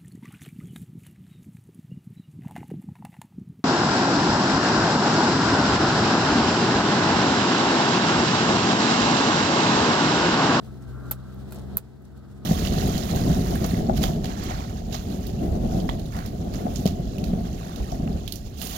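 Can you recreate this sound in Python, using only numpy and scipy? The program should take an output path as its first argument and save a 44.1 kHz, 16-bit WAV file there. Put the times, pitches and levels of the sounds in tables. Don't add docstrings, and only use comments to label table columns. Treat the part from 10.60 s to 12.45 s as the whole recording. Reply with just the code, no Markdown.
import sys
import numpy as np
from scipy import signal
from scipy.fft import rfft, irfft, next_fast_len
from scipy.io import wavfile

SR = 44100
rng = np.random.default_rng(int(sys.argv[2]) if len(sys.argv) > 2 else 0)


def pcm_store(signal):
    levels = np.round(np.clip(np.atleast_2d(signal), -1, 1) * 32767)
    wavfile.write(sys.argv[1], SR, levels.astype(np.int16).T)


N = 81585
T = np.arange(N) / SR

# time_s, rate_hz
FIRING_RATE = [(0, 65.9), (.24, 63.22), (.32, 63.4), (.4, 64.4), (.5, 62.6), (.64, 64.47), (.8, 64.84),
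               (.88, 66.65), (.99, 64.28), (1.12, 66.08), (1.23, 63.18), (1.36, 66.12), (1.47, 64.17),
               (1.6, 66.62), (1.74, 65.71), (1.85, 67.4)]
# time_s, first_db, second_db, third_db
HARMONIC_LEVELS = [(0, -60, -45.5, -67), (.1, -43.5, -42.5, -45.5), (.2, -48.5, -43.5, -58.5),
                   (.34, -40, -36.5, -53), (.44, -45.5, -41.5, -51), (.51, -40.5, -37.5, -47.5),
                   (.6, -45.5, -37.5, -47), (.68, -45, -44, -45), (.82, -41.5, -42, -45),
                   (.92, -44, -43.5, -47.5), (1.07, -40.5, -41.5, -45.5), (1.16, -41, -43, -38),
                   (1.23, -45.5, -42.5, -54), (1.46, -45.5, -45.5, -47.5), (1.57, -42, -44, -48),
                   (1.66, -46, -47.5, -48.5), (1.82, -43.5, -42, -45)]
# first_db, second_db, third_db
HARMONIC_PAN_DB = [7, 4, -7]
# crank_multiple, level_db, left_minus_right_db
CRANK_ORDERS = [(4, -56.5, 0.5), (5, -54.5, -2.5), (10, -53.5, 5.5), (11, -57.5, -2), (13, -60.5, -9),
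                (15, -63.5, 4.5), (17, -59, 5.5), (20, -64, 1), (21, -69.5, 11.5)]
# frequency_hz, left_lead_rad
STANDING_WAVE_LEAD = [(64, 1.0), (105, -0.87), (130, -1.14), (200, -1.29), (400, -1.38)]
# frequency_hz, correlation
EAR_CORRELATION = [(60, 0.89), (150, 0.69), (300, -0.059), (600, 0.31), (1050, 0.76), (1550, 0.98),
                   (2200, -0.7), (4000, 0.23), (8000, -0.13), (12000, -0.15)]
# time_s, gain_db
RUMBLE_ENVELOPE = [(0, 0), (.2, 0.5), (.45, 4.5), (.6, 0), (.8, 2.5), (1.0, 3.5), (1.15, 5), (1.3, 3),
                   (1.6, 0), (1.85, 1)]
WHIRR_ENVELOPE = [(0, -60), (.05, -73), (.08, -60), (.15, -70), (.25, -61.5), (.35, -56), (.5, -53.5),
                  (.65, -57.5), (.9, -67), (1.4, -68), (1.58, -60.5), (1.85, -65)]
# time_s, pitch_hz
WHINE_GLIDE = [(0, 1290), (.3, 1345), (.48, 1391), (.75, 1335), (1.85, 1243)]
# start_s, body_db, swish_db, length_s
RUSTLE_STROKES = [(0, -53, -64.5, .11), (.205, -68, -62, 0.042), (.27, -62, -67, 0.036),
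                  (.445, -54, -60.5, 0.073), (0.562, -54.5, -71, .11), (.705, -53, -66, 0.065),
                  (0.774, -56.5, -78, 0.16), (0.922, -46.5, -55, .1), (1.011, -51.5, -63, 0.043),
                  (1.077, -49.5, -75, 0.11), (1.301, -55, -76, 0.059), (1.434, -62, -63.5, 0.033),
                  (1.543, -52, -66, 0.074), (1.62, -56, -82, 0.051), (1.694, -60, -62, 0.039),
                  (1.74, -62, -64, 0.06), (1.809, -53, -70, 0.064)]
# start_s, ring_db, knock_db
IMPACTS = [(.5114, -11, -9.5), (.5137, -8, -9), (.5154, -17, -9.5), (.5173, -14, -9), (0.5223, -18, -21),
           (0.5292, -44, -23), (0.744, -45, -42), (.908, -53, -24.5), (.9224, -32, -15),
           (0.9453, -37, -25.5), (1.1705, 0, -6), (1.176, -20.5, -11), (1.181, -13, -10), (1.42, -47, -35),
           (1.572, -50, -31)]
# pitch_hz, relative_db, t60_s
CATCH_MODES = [(8700, -28, .006), (12070, 1, .0062), (12450, -9, .011), (14220, -15, .012),
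               (15300, -17, .009)]
PANEL_MODES = [(327, -32, .06), (517, -35, .06), (660, -31, .055), (860, -29, .075), (1360, -27, .06),
               (1500, -32, .04), (2060, -33, .035), (2480, -35, .04), (3596, -35, .05), (3984, -35, .06),
               (4290, -35, .06), (6826, -39, .04), (7320, -33, .045)]
# frequency_hz, relative_density_db
RUMBLE_SPECTRUM = [(15, -64.5), (28, -45), (36, -26), (48, 0.5), (100, 1), (160, -1.5), (230, 0.5),
                   (300, -1.5), (370, -3), (520, -12.5), (690, -10), (1000, -21), (1500, -26.5),
                   (2000, -27), (3000, -43)]
HISS_SPECTRUM = [(1500, 6), (2400, 2.5), (4000, 6), (6000, -.5), (7500, 0), (10500, -5), (15300, -3),
                 (16200, -19)]
WHIRR_SPECTRUM = [(700, -29), (1050, -3.5), (1250, 1), (1400, -1.5), (1560, 1), (1700, -13), (2100, -47)]
RUSTLE_BODY_SPECTRUM = [(150, 4), (400, 27), (750, 19), (1300, 8), (2200, -4), (4000, 7), (15000, -43.5)]
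SWISH_SPECTRUM = [(1000, -3), (3000, -1.5), (7500, 2.5), (10500, -1), (15300, -5), (16500, -15)]
KNOCK_SPECTRUM = [(150, -14), (500, 11.5), (850, 1.5), (1400, 3.5), (1800, -4), (2400, -4), (4200, -3),
                  (6000, -6), (8000, -0.5), (15000, -4)]
RING_TAIL_SPECTRUM = [(9000, -39), (11000, -27), (12060, -1), (12500, -8), (13400, -20), (15200, -13),
                      (16500, -26.5)]

CONTACT_S, CATCH_PAN_DB = .0007, -3


def from_db(db):
    return 10 ** (np.asarray(db) / 20)


def unit_power(x):
    return x / np.sqrt(np.mean(x ** 2) + 1e-20)


def in_time(rows):
    return np.interp(T, *np.transpose(rows))


def at_hz(points, hz):
    frequencies, values = np.transpose(points)
    return np.interp(np.log(hz), np.log(frequencies), values)


def pan(db):
    return from_db(np.array([[db], [-db]]) / 2)


def drift(rate_hz):
    hop, settle = 40, 2000
    pole = np.exp(-2 * np.pi * hop * rate_hz / SR)
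    white = rng.standard_normal(N // hop + settle + 2)
    slow = signal.lfilter([1], [1, -2 * pole, pole * pole], white)[settle:]
    return np.interp(np.arange(N) / hop, np.arange(len(slow)), unit_power(slow))


def noise(spectrum):
    size = next_fast_len(N)
    hz = np.maximum(np.fft.rfftfreq(size, 1 / SR), 1)
    mid, side = rfft(rng.standard_normal((2, size)))
    alike = at_hz(EAR_CORRELATION, hz)
    ears = np.sqrt(1 + alike) * mid + np.sqrt(1 - alike) * side * [[1], [-1]]
    return unit_power(irfft(ears * from_db(at_hz(spectrum, hz)), size)[:, :N])


def tone(phase, depth, waver_hz=8.1):
    waver = depth * (drift(waver_hz) + 1j * drift(waver_hz))
    return np.sqrt(2) * np.real((1 + waver) * np.exp(1j * phase))


def swells(rows):
    return sum(from_db(db) * np.sin(np.pi * np.clip((T - start) / length, 0, 1))
               for start, db, length in rows)


def decay(start_s, t60_s):
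    return (T >= start_s) * from_db(-60 * np.clip((T - start_s) / t60_s, 0, 5))


def damped_mode(age_s, hz, t60_s):
    return np.exp(-np.log(1000) * age_s / t60_s) * np.sin(2 * np.pi * hz * age_s)


def engine(rumble_db=-47, throb_depth=.11, firings_per_turn=3):
    firing_hz = in_time(FIRING_RATE)
    phase = 2 * np.pi * np.cumsum(firing_hz) / SR

    def phase_at_ears(multiple):
        lead = at_hz(STANDING_WAVE_LEAD, multiple * firing_hz.mean())
        return multiple * phase + lead * np.array([[.5], [-.5]])

    throb = 1 + throb_depth * np.cos(phase)
    out = from_db(rumble_db + in_time(RUMBLE_ENVELOPE)) * noise(RUMBLE_SPECTRUM) * throb
    times, *levels = np.transpose(HARMONIC_LEVELS)
    for harmonic, (db, pan_db) in enumerate(zip(levels, HARMONIC_PAN_DB), 1):
        gain = from_db(np.interp(T, times, db)) * pan(pan_db)
        out += gain * tone(phase_at_ears(harmonic), depth=.07)
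    for order, db, pan_db in CRANK_ORDERS:
        order_phase = phase_at_ears(order / firings_per_turn) + rng.uniform(0, 2 * np.pi)
        out += from_db(db) * pan(pan_db) * tone(order_phase, depth=.41)
    return out


def air(hiss_db=-63.5, flicker_db=2, whine_relative_db=-3.5):
    flutter = drift(rate_hz=5.3) + 1j * drift(rate_hz=5.3)
    whine = np.real(flutter * np.exp(2j * np.pi * np.cumsum(in_time(WHINE_GLIDE)) / SR))
    hiss = from_db(hiss_db + flicker_db * drift(rate_hz=17)) * noise(HISS_SPECTRUM)
    whirr = noise(WHIRR_SPECTRUM) + from_db(whine_relative_db) * whine
    return hiss + from_db(in_time(WHIRR_ENVELOPE)) * whirr


def rustles(grain_db=4):
    starts, body_db, swish_db, lengths = np.transpose(RUSTLE_STROKES)
    body = swells(zip(starts, body_db, lengths)) * noise(RUSTLE_BODY_SPECTRUM)
    grain = unit_power(from_db(grain_db * drift(rate_hz=120)))
    swish = swells(zip(starts, swish_db, lengths)) * grain * noise(SWISH_SPECTRUM)
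    return body + swish


def catch(right_lead_s=.000322, spread_db=1):
    out = np.zeros((2, N))
    for start, ring_db, _ in IMPACTS:
        ringing = (T > start) & (T < start + .05)
        age = np.maximum(T[ringing] - start - np.array([[right_lead_s], [0]]), 0)
        attack = np.sin(np.pi / 2 * np.minimum(age / CONTACT_S, 1)) ** 2
        for hz, db, t60 in CATCH_MODES:
            strength = from_db(ring_db + db + rng.normal(0, spread_db))
            out[:, ringing] += strength * attack * damped_mode(age, hz, t60)
    return out * pan(CATCH_PAN_DB)


def panel(gain_db=-7.5, spread_db=2.3):
    out = np.zeros((2, N))
    for start, _, knock_db in IMPACTS:
        ringing = (T > start) & (T < start + .12)
        age = T[ringing] - start
        for hz, db, t60 in PANEL_MODES:
            strength = from_db(gain_db + knock_db + db + rng.normal(0, spread_db, (2, 1)))
            polarity = rng.choice([-1, 1])
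            out[:, ringing] += polarity * strength * damped_mode(age, hz, t60)
    return out


def cabin_scatter(knock_gain_db=-26.5, crack_gain_db=-37, ring_gain_db=-19.5):
    knock_power, ring_power = np.zeros((2, N))
    for start, ring_db, knock_db in IMPACTS:
        knock_power += (from_db(knock_db + knock_gain_db) * decay(start, t60_s=.087)) ** 2
        knock_power += (from_db(knock_db + crack_gain_db) * decay(start, t60_s=.0062)) ** 2
        ring_power += (from_db(ring_db + ring_gain_db) * decay(start + CONTACT_S, t60_s=.04)) ** 2
    knock = np.sqrt(knock_power) * noise(KNOCK_SPECTRUM)
    ring = np.sqrt(ring_power) * noise(RING_TAIL_SPECTRUM)
    return (knock + ring) * pan(CATCH_PAN_DB)


def scene():
    return engine() + air() + rustles() + catch() + panel() + cabin_scatter()


def record(dry, threshold_db=-12, slope=.83, attack_s=.0027, recovery_db_per_s=7, stopband_hz=17500):
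    peak_db = 20 * np.log10(np.abs(dry).max(axis=0) + 1e-9)
    reduction_db = slope * np.maximum(peak_db - threshold_db, 0)
    recovery_db = recovery_db_per_s * T
    held_db = np.maximum.accumulate(reduction_db + recovery_db) - recovery_db
    pole = np.exp(-1 / (attack_s * SR))
    ducked = dry * from_db(-signal.lfilter([1 - pole], [1, -pole], held_db))
    lowpass = signal.cheby2(12, 70, stopband_hz, fs=SR, output="sos")
    return signal.sosfilt(lowpass, ducked)


dry = scene()
out = record(dry)
pcm_store(out)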